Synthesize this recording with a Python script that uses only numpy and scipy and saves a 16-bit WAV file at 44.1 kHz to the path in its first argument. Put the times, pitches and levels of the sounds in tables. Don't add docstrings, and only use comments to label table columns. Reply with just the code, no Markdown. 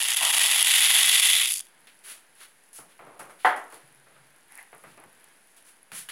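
import sys
import numpy as np
from scipy import signal
from scipy.fft import rfft, irfft, next_fast_len
from scipy.io import wavfile
from scipy.ndimage import uniform_filter1d, map_coordinates

SR = 44100
rng = np.random.default_rng(int(sys.argv[2]) if len(sys.argv) > 2 else 0)


def dump(signal):
    limited = np.clip(np.atleast_2d(signal).T, -1, 1)
    pcm = np.round(limited * 32767).astype(np.int16)
    wavfile.write(sys.argv[1], SR, pcm)


def nominal_scale(level):
    x = np.asarray(level, float) / 20
    return 10 ** x


N = 269803

# time in seconds, level in dB.
FLOW = [
    (0, -29.5),
    (.19, -28.5),
    (.42, -24),
    (.8, -23),
    (1.25, -22),
    (1.45, -26.5),
    (1.53, -39),
    (1.59, -50),
    (1.62, -60),
]
# frequency in Hz, level in dB.
HISS = [(3000, -28.5), (4500, -0.5), (6500, 2), (9000, -1), (12000, -4.5), (15500, -8)]


def unit(x):
    return x / np.sqrt(np.mean(x ** 2) + 1e-20)


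def along(points, hz):
    f, v = np.transpose(points)
    return np.interp(np.log(hz + 1), np.log(f + 1), v)


def wobble(rate):
    return map_coordinates(rng.standard_normal(int(N * rate / SR) + 4), [np.arange(N) * rate / SR])


def filtered(x, response):
    m = next_fast_len(x.shape[-1] + 8192)
    spectrum = rfft(x, m) * response(np.fft.rfftfreq(m, 1 / SR))
    return irfft(spectrum, m)[..., :x.shape[-1]]


def causal(points):
    def response(hz):
        cepstrum = irfft(np.log(nominal_scale(along(points, hz)) + 1e-6))
        cepstrum[1:len(hz) - 1] *= 2
        cepstrum[len(hz):] = 0
        return np.exp(rfft(cepstrum, 2 * len(hz) - 2))
    return response


def resonant(modes):
    def response(f):
        return sum((-1) ** k * nominal_scale(db) * 1j * f * width / (centre ** 2 - f * f + 1j * f * width)
                   for k, (centre, width, db) in enumerate(modes))
    return response


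def highpass(corner_hz):
    return lambda hz: (1j * hz / (corner_hz + 1j * hz)) ** 2


def port(hz):
    # centre in Hz, width in Hz, level in dB.
    cavity = (10314, 980, 16.9)
    return 1 + resonant([cavity])(hz)


def overlaid(times, grains):
    at = np.round(times * SR).astype(int)[:, None] + np.arange(grains.shape[1])
    return np.bincount(at.ravel(), grains.ravel(), N + grains.shape[1])[:N]


def bursts(times, sizes, t60, rise):
    t = np.arange(220) / SR
    envelope = nominal_scale(-60 * t / t60) * (1 - np.exp(-t / rise))
    puffs = envelope * rng.standard_normal((len(times), len(t)))
    puffs *= (sizes / np.abs(puffs).max(axis=1))[:, None]
    return overlaid(times, puffs)


def notes(times, sizes, body):
    hz, scatter, t60, rise = body
    hz = hz * (1 + scatter * rng.standard_normal((len(times), 1))) * (1 + rise * times[:, None])
    t = np.arange(500) / SR
    envelope = nominal_scale(-60 * t / t60) * (1 - np.exp(-t / 0.00032))
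    return overlaid(times, sizes[:, None] * envelope * np.sin(2 * np.pi * hz * t))


def strokes(starts, rises, levels_db, db_per_s):
    bite = 0.54
    power, t = np.zeros(N + SR), np.arange(SR) / SR
    for s, rise, db in np.broadcast(starts, rises, levels_db):
        swell = np.sin(np.pi / 2 * np.clip(t / max(rise, 1e-3), 0, 1)) ** bite
        decay = nominal_scale(db - db_per_s * np.clip(t - rise, 0, None))
        power[round(s * SR):][:SR] += (swell * decay) ** 2
    return np.sqrt(power[:N])


def tail(seconds, stretch):
    # frequency in Hz, t60 in seconds.
    kitchen = [(200, 0.81), (600, 0.59), (1400, 0.47), (3700, 0.48), (9000, 0.12)]
    hz, t, z = signal.stft(rng.standard_normal(int(seconds * SR)), SR, nperseg=256)
    decay = nominal_scale(-60 * t / (stretch * along(kitchen, hz)[:, None]))
    return signal.istft(z * decay, SR, nperseg=256)[1]


def steady(x):
    return x / np.sqrt(np.abs(uniform_filter1d(x ** 2, SR // 25)) + 1e-9)


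def hollow_pieces(hz):
    # frequency in Hz, width in Hz, level in dB.
    shell = [(2814, 750, 4.5), (3518, 280, -4.5), (1674, 170, -20), (4750, 360, -18.5)]
    return resonant(shell)(hz) * 1j * hz / (900 + 1j * hz)


def free_piece(hz):
    free = (3407, 686, -1)
    return resonant([free])(hz) ** 2


def crack(blows):
    # frequency in Hz, level in dB.
    bright = [(3500, -46), (4500, 2.5), (5700, -2), (7000, 1.5), (9000, -4.5), (12000, -6), (15500, -16)]
    return filtered(filtered(blows, causal(bright)), port)


def pour():
    # pitch in Hz, pitch scatter as a ratio, t60 in seconds, pitch rise per second.
    wall = (1931, 0.02, 0.015, 0.045)
    # pitch in Hz, pitch scatter as a ratio, t60 in seconds, pitch rise per second.
    piece = (3202, 0.098, .009, .02)
    # frequency in Hz, level in dB.
    hollow_air = [(60, -76), (110, -30.5), (200, -18), (450, -16.5), (750, 2), (1100, 2), (1500, -6),
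                  (2000, -30)]
    # time in seconds, level in dB.
    splashes = [
        (0.204, -34),
        (.36, -44.5),
        (.53, -44.5),
        (0.899, -42.5),
    ]
    # time in seconds, level in dB.
    lulls = [
        (.07, -5),
        (.155, -7),
        (.198, -5),
        (.636, -9),
        (1.213, -7),
        (1.468, -6),
        (1.548, -9),
    ]

    t = np.arange(N) / SR
    flow_db = np.interp(t, *np.transpose(FLOW)) + 0.9 * wobble(25)
    thin = np.clip((t - 1.447) / 0.1, 0, 1)

    crowding_db = 3 * wobble(70) + 0.5 * (flow_db + 22).clip(-9, 0)
    rate = 2200 * (1 - 0.3 * thin) * nominal_scale(crowding_db)
    gaps = rng.exponential(size=4200)
    times = np.interp(np.cumsum(gaps), np.cumsum(rate) / SR, t)
    spread = np.clip(rng.standard_normal((4200, 3)), -2, 2.5)
    size = nominal_scale(2.28 * spread[:, 0])
    tone = nominal_scale(0.93 * spread[:, 1])

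    blows = bursts(times, size * tone, 0.0096, 0.00013)
    loose = nominal_scale(1.0 + 5 * t.clip(0, 2))
    shells = steady(filtered(blows, hollow_pieces) + loose * filtered(blows, free_piece))
    shells += nominal_scale(-8.5) * steady(notes(times[::3], size[::3], wall))
    piece_gain = nominal_scale(-13.5 + 5.5 * t.clip(0, 2))
    shells += piece_gain * steady(notes(times[1::4], size[1::4] ** 1.7, piece))

    dust = nominal_scale(-13.5 - 4 * thin) * rng.standard_normal(N)
    cracks = steady(crack(bursts(times, size / tone, 0.0052, 0.00013) + dust))
    slide = nominal_scale(flow_db) * (shells + nominal_scale(0.5 + 12.5 * thin) * cracks)

    booms = bursts(times, nominal_scale(3.0 * spread[:, 2]), 0.0085, 0.0011)
    air_gain = nominal_scale(flow_db - 17.5 - 7.5 * t)
    splash_s, splash_db = np.transpose(splashes)
    plunge = strokes(splash_s, 0.006, splash_db, 46)
    slide += np.hypot(air_gain, plunge) * steady(filtered(booms, causal(hollow_air)))

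    lull_db = sum(db * np.exp(-((t - s) / 0.007) ** 2) for s, db in lulls)
    fade = np.clip((FLOW[-1][0] - t) / 0.014, 0, 1)
    return fade * slide * nominal_scale(lull_db)


def single_pieces():
    # time in seconds, peak in dB, shell ring in dB relative to it.
    hardest = [(0.0256, -10, -11.5), (0.033, -7, -12), (0.0851, 0, -9.5), (0.105, -5, -11),
               (0.1354, -9.5, -12), (0.1625, -12.5, -17), (0.169, -7, -10), (0.1747, -8, -12.5),
               (0.1887, -14, -13), (0.2505, 3, -12), (0.328, -9.5, -12), (0.3391, -5.5, -4),
               (0.3504, -8, -12.5), (0.3668, -9.5, -12.5), (0.3824, -5.5, -12.5), (0.4125, -6, -13),
               (0.4344, -7, -12), (0.4617, -4.5, -13), (0.61, -6, -14), (0.627, 1.5, -10.5),
               (0.7454, -11, -12), (0.9666, -3.5, -11.5), (1.06, -2.5, -8), (1.091, -3.5, -12),
               (1.115, -4.5, -12), (1.1483, -4, -10.5), (1.1977, -1, -14.5), (1.2568, -5.5, -14),
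               (1.271, -6, -14), (1.3327, -7, -12)]
    # time in seconds, peak in dB, shell ring in dB relative to it.
    last = [(1.4396, -12, -12), (1.449, -13.5, -5), (1.4576, -10.5, -2.5), (1.489, -12.5, -6),
            (1.5084, -16, -5), (1.521, -11.5, -16), (1.539, -5.5, -24), (1.5562, -19, -9),
            (1.5615, -15, -17), (1.5714, -14.5, -21), (1.5806, -17.5, -17), (1.5936, -15, -19),
            (1.6024, -20.5, -4.5), (1.6074, -18, -15), (1.6526, -37, -18), (1.6684, -40, -5)]
    s, db, ring_db = np.transpose(hardest + last)
    db = np.minimum(db, -3)
    cracks = crack(bursts(s, nominal_scale(db - 4.5), 0.004, 0.00013))
    hits = bursts(s, nominal_scale(db + ring_db + 8.5), 0.0077, 0.0003)
    clacks = filtered(hits, lambda hz: hollow_pieces(hz) + nominal_scale(-2.5) * free_piece(hz))
    return cracks + clacks


def simmer():
    # frequency in Hz, level in dB per Hz.
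    rumble = [(15, -56), (25, -23), (108, -16), (161, -9.5), (521, -8.5), (812, -8), (927, -7), (1210, -11),
              (1580, -4.5), (5000, -19.5), (6500, -43.5), (11000, -120)]
    # time in seconds, peak in dB.
    foam = [(1.8057, -44), (1.8711, -46.5), (2.353, -36.5), (3.5645, -36), (3.702, -34.5), (3.744, -33.5),
            (3.9259, -44.5), (3.9477, -40), (4.3846, -44), (4.4827, -43), (4.522, -32), (4.5543, -31),
            (4.576, -28.5), (4.6279, -38), (4.749, -37), (4.781, -38), (4.8379, -39.5), (5.001, -37),
            (5.039, -37.5), (5.129, -39), (5.1495, -42), (5.222, -44.5), (5.242, -31.5), (5.472, -43),
            (5.5718, -42.5), (5.6254, -41), (5.7785, -48), (5.8301, -42.5), (6.089, -30)]
    # frequency in Hz, level in dB.
    pop = [(3000, -31), (5500, -9), (8000, -3), (12000, 0.5), (15500, -9.5)]
    murmur = unit(filtered(rng.standard_normal(N), causal(rumble)))
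    murmur *= nominal_scale(-62.5 + 0.95 * wobble(5.5))

    chance = rng.random((600, 2))
    prickle_db = np.minimum(-4 * np.log(chance[:, 1]), 13) + 9.5
    prickle = bursts(chance[:, 0] * (N / SR - 0.01), nominal_scale(prickle_db), 0.002, 0.0001)
    fizz = unit(filtered(filtered(rng.standard_normal(N) + prickle, causal(HISS)), port))
    surge_db = np.clip(12.5 - 121 * (np.arange(N) / SR - FLOW[-1][0]), 0, 12.5)
    fizz *= nominal_scale(-64 + surge_db + 1.0 * wobble(3.0))

    s, db = np.transpose(foam)
    ticks = filtered(filtered(bursts(s, nominal_scale(db - 6.0), 0.004, 0.0001), causal(pop)), port)
    return murmur + fizz + ticks


def scuffs():
    # start in seconds, rise in seconds, hiss in dB, body in dB relative to the hiss.
    slides = [(1.87, .003, -58, 6), (2.035, 0.089, -43, -3.5), (2.354, .06, -57.5, -3),
              (2.4, 0.033, -50, 0), (2.73, .003, -48, -15), (2.74, .045, -45, -11.5), (2.88, .04, -63, 1),
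              (3.192, .004, -44.5, -8), (3.29, 0.018, -58, -5.5), (3.385, 0.044, -55.5, 0.5),
              (3.448, .014, -42.5, 6), (3.56, 0.0082, -49, -5.5), (3.7, 0.058, -54, -2),
              (4.49, 0.12, -57, -5.5), (4.73, 0.1, -62.5, -23), (4.84, 0.083, -61.5, -1),
              (4.981, .05, -72.5, -9.5), (5.47, .04, -64.5, -10), (5.56, 0.0208, -55.5, -5.5),
              (5.64, 0.056, -55, -8), (5.72, .06, -68, -17), (5.917, 0.0032, -50, 2.5),
              (5.925, 0.068, -38.5, -7.5), (6.089, 0.0066, -42.5, 2)]
    # frequency in Hz, level in dB.
    sole = [(150, -33.5), (400, -10.5), (900, -9.5), (1400, -2.5), (2000, -1), (3000, -1), (4500, -5.5),
            (6000, -20)]
    decay_db_per_s = 238.5
    grain = nominal_scale(0.8 * wobble(150))
    hiss = unit(filtered(filtered(grain * rng.standard_normal(N), causal(HISS)), port))
    body = unit(filtered(grain * rng.standard_normal(N), causal(sole)))
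    s, rise, db, body_db = np.transpose(slides)
    hiss_gain = strokes(s, rise, db, decay_db_per_s)
    body_gain = strokes(s, rise, db + body_db, decay_db_per_s)
    return hiss_gain * hiss + body_gain * body


def taps():
    # time in seconds, level in dB, pitch in Hz.
    clicks = [
        (1.871, -46, 2000),
        (2.409, -50, 1500),
        (5.918, -33, 1400),
        (6.088, -31.5, 1680),
    ]
    out, t = np.zeros(N + SR), np.arange(SR // 20) / SR
    for s, db, hz in clicks:
        click = np.sin(2 * np.pi * hz * t)
        click += nominal_scale(-0.5) * np.sin(2 * np.pi * 1.75 * hz * t)
        click += 0.4 * rng.standard_normal(len(t))
        out[round(s * SR):][:len(t)] += nominal_scale(db - 60 * t / 0.015) * click
    return filtered(out[:N], highpass(700))


def knocks():
    # time in seconds, peak in dB, upper in dB relative, thump in dB relative, t60 in seconds.
    contacts = [(2.407, -60.5, 20, -35, 0.12), (2.784, -38, -3.5, -23, 0.3), (2.989, -36, -4, -30, 0.62),
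                (3.064, -38, -7, -28, 0.48), (3.165, -55, -26, -20, 0.32), (3.192, -31.5, -1, -27.5, 0.39),
                (3.292, -39.5, 0, -34, 0.26), (3.72, -36.5, -5, -35, 0.3), (3.753, -52, 2, -19, 0.24),
                (4.065, -50, 1, -29, 0.59), (4.158, -53.5, 5.5, -25, 0.27), (4.726, -37, -2.5, -29, 0.3),
                (4.834, -39, 0, -23, 0.36), (4.972, -40, -3.5, -30, 0.37), (5.034, -43.5, -1, -24.5, 0.15),
                (5.915, -44, 6, -10.5, 0.21), (6.085, -58, 8, -38, 0.15)]
    # frequency in Hz, level in dB.
    low_colour = [(150, -40), (300, -4.5), (700, 0), (1200, -3), (1700, -32.5)]
    # frequency in Hz, level in dB.
    upper_colour = [(800, -43.5), (1300, 4.5), (2200, -2), (3500, -17), (6000, -28), (12000, -59)]
    # frequency in Hz, level in dB.
    boards = [(60, -34), (110, -1), (170, 5.5), (260, -7), (400, -37.5)]
    out, t = np.zeros(N + SR), np.arange(SR) / SR
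    for s, db, upper_db, thump_db, t60 in contacts:
        echo = tail(0.4, stretch=np.clip(t60, 0.05, 1) / 0.47)
        echo = echo * (1 + 0.63 * np.exp(-t[:len(echo)] / 0.002))
        parts = [filtered(echo, causal(colour)) for colour in (low_colour, upper_colour, boards)]
        low, upper, thump = [part / np.std(part[:900]) for part in parts]
        knock = low + nominal_scale(upper_db) * upper + nominal_scale(thump_db + 11) * thump
        at = round((s + 0.003) * SR)
        out[at:at + len(low)] += nominal_scale(db - 13.5) * knock
    return out[:N]


def tub():
    # time in seconds, peak in dB.
    landing = [
        (3.447, -9),
    ]
    # frequency in Hz, level in dB, t60 in seconds.
    walls = [(495, -13, 0.23), (736, -1, 0.39), (772, -5, 0.282), (880, 0, 0.25), (954, -6, 0.23),
             (1038, -5, .28), (1150, -5, 0.18), (1245, -8, 0.246), (1418, -2, .22), (1694, -6, 0.12),
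             (1960, -4, .2), (2780, -25, .25), (3200, -20, 0.26), (3450, -24.5, 0.237)]
    # frequency in Hz, level in dB per Hz.
    thud_colour = [(60, -63), (150, -43), (300, -20), (500, -16.5), (750, -6), (1400, -6), (2000, -7),
                   (2400, -21.5), (3300, -24.5), (4500, -41.5), (8000, -43.5)]
    out, t = np.zeros(N + SR), np.arange(int(0.6 * SR)) / SR
    for s, db in landing:
        ring = np.zeros(len(t))
        for hz, level, t60 in walls:
            drift = rng.random() + 0.0025 * np.cumsum(rng.standard_normal(len(t)))
            ring += nominal_scale(level - 60 * t / t60) * np.sin(2 * np.pi * (hz * t + drift))
        ring *= 1 - np.exp(-t / 0.002)
        thud = filtered(tail(0.7, stretch=0.88)[:len(t)], causal(thud_colour))
        both = nominal_scale(-8.5) * ring + nominal_scale(-10.0) * thud / np.std(thud[:900])
        out[round(s * SR):][:len(t)] += nominal_scale(db) * both
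    return filtered(out[:N], highpass(80))


def drone():
    # start in seconds, rise in seconds, level in dB.
    hums = [
        (3.83, .02, -64),
        (3.95, 0.071, -73),
        (4.15, .03, -63),
        (4.27, .05, -75),
    ]
    hum = unit(filtered(rng.standard_normal(N), lambda hz: resonant([(137, 22, 0)])(hz) ** 2))
    return strokes(*np.transpose(hums), 86) * hum


def scrape():
    # start in seconds, rise in seconds, level in dB.
    jerks = [
        (4.49, 0.055, -56),
        (4.56, 0.033, -48),
    ]
    # frequency in Hz, width in Hz, level in dB.
    dragged = [(845, 260, -4), (1400, 500, -5.5), (1900, 380, 0.5), (2680, 500, -9.5)]
    grains = nominal_scale(2.1 * wobble(200)) * rng.standard_normal(N)
    rub = filtered(grains, lambda hz: resonant(dragged)(hz) ** 1.27)
    return strokes(*np.transpose(jerks), 183) * unit(rub)


def scene():
    rattle = pour() + single_pieces()
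    echo = tail(0.44, stretch=0.69)
    wet = nominal_scale(-17) * signal.fftconvolve(rattle, echo / np.linalg.norm(echo))[:N]
    cooking = rattle + wet + simmer()
    floor = scuffs() + taps() + knocks()
    return (cooking + floor + tub() + drone() + scrape())[None]


def roll_off(x):
    return signal.sosfilt(signal.butter(12, 16660, fs=SR, output="sos"), x)


def record(dry):
    ceiling, knee, top_hz = 0.72, 7, 15900
    held = dry / (1 + np.abs(dry / ceiling) ** knee) ** (1 / knee)
    bass_cut = highpass(40)
    limited = filtered(held, lambda hz: bass_cut(hz) * ((hz < top_hz) + nominal_scale(-32) * (hz >= top_hz)))
    return roll_off(limited - 0.0005)


dry = scene()
out = record(dry)
dump(out)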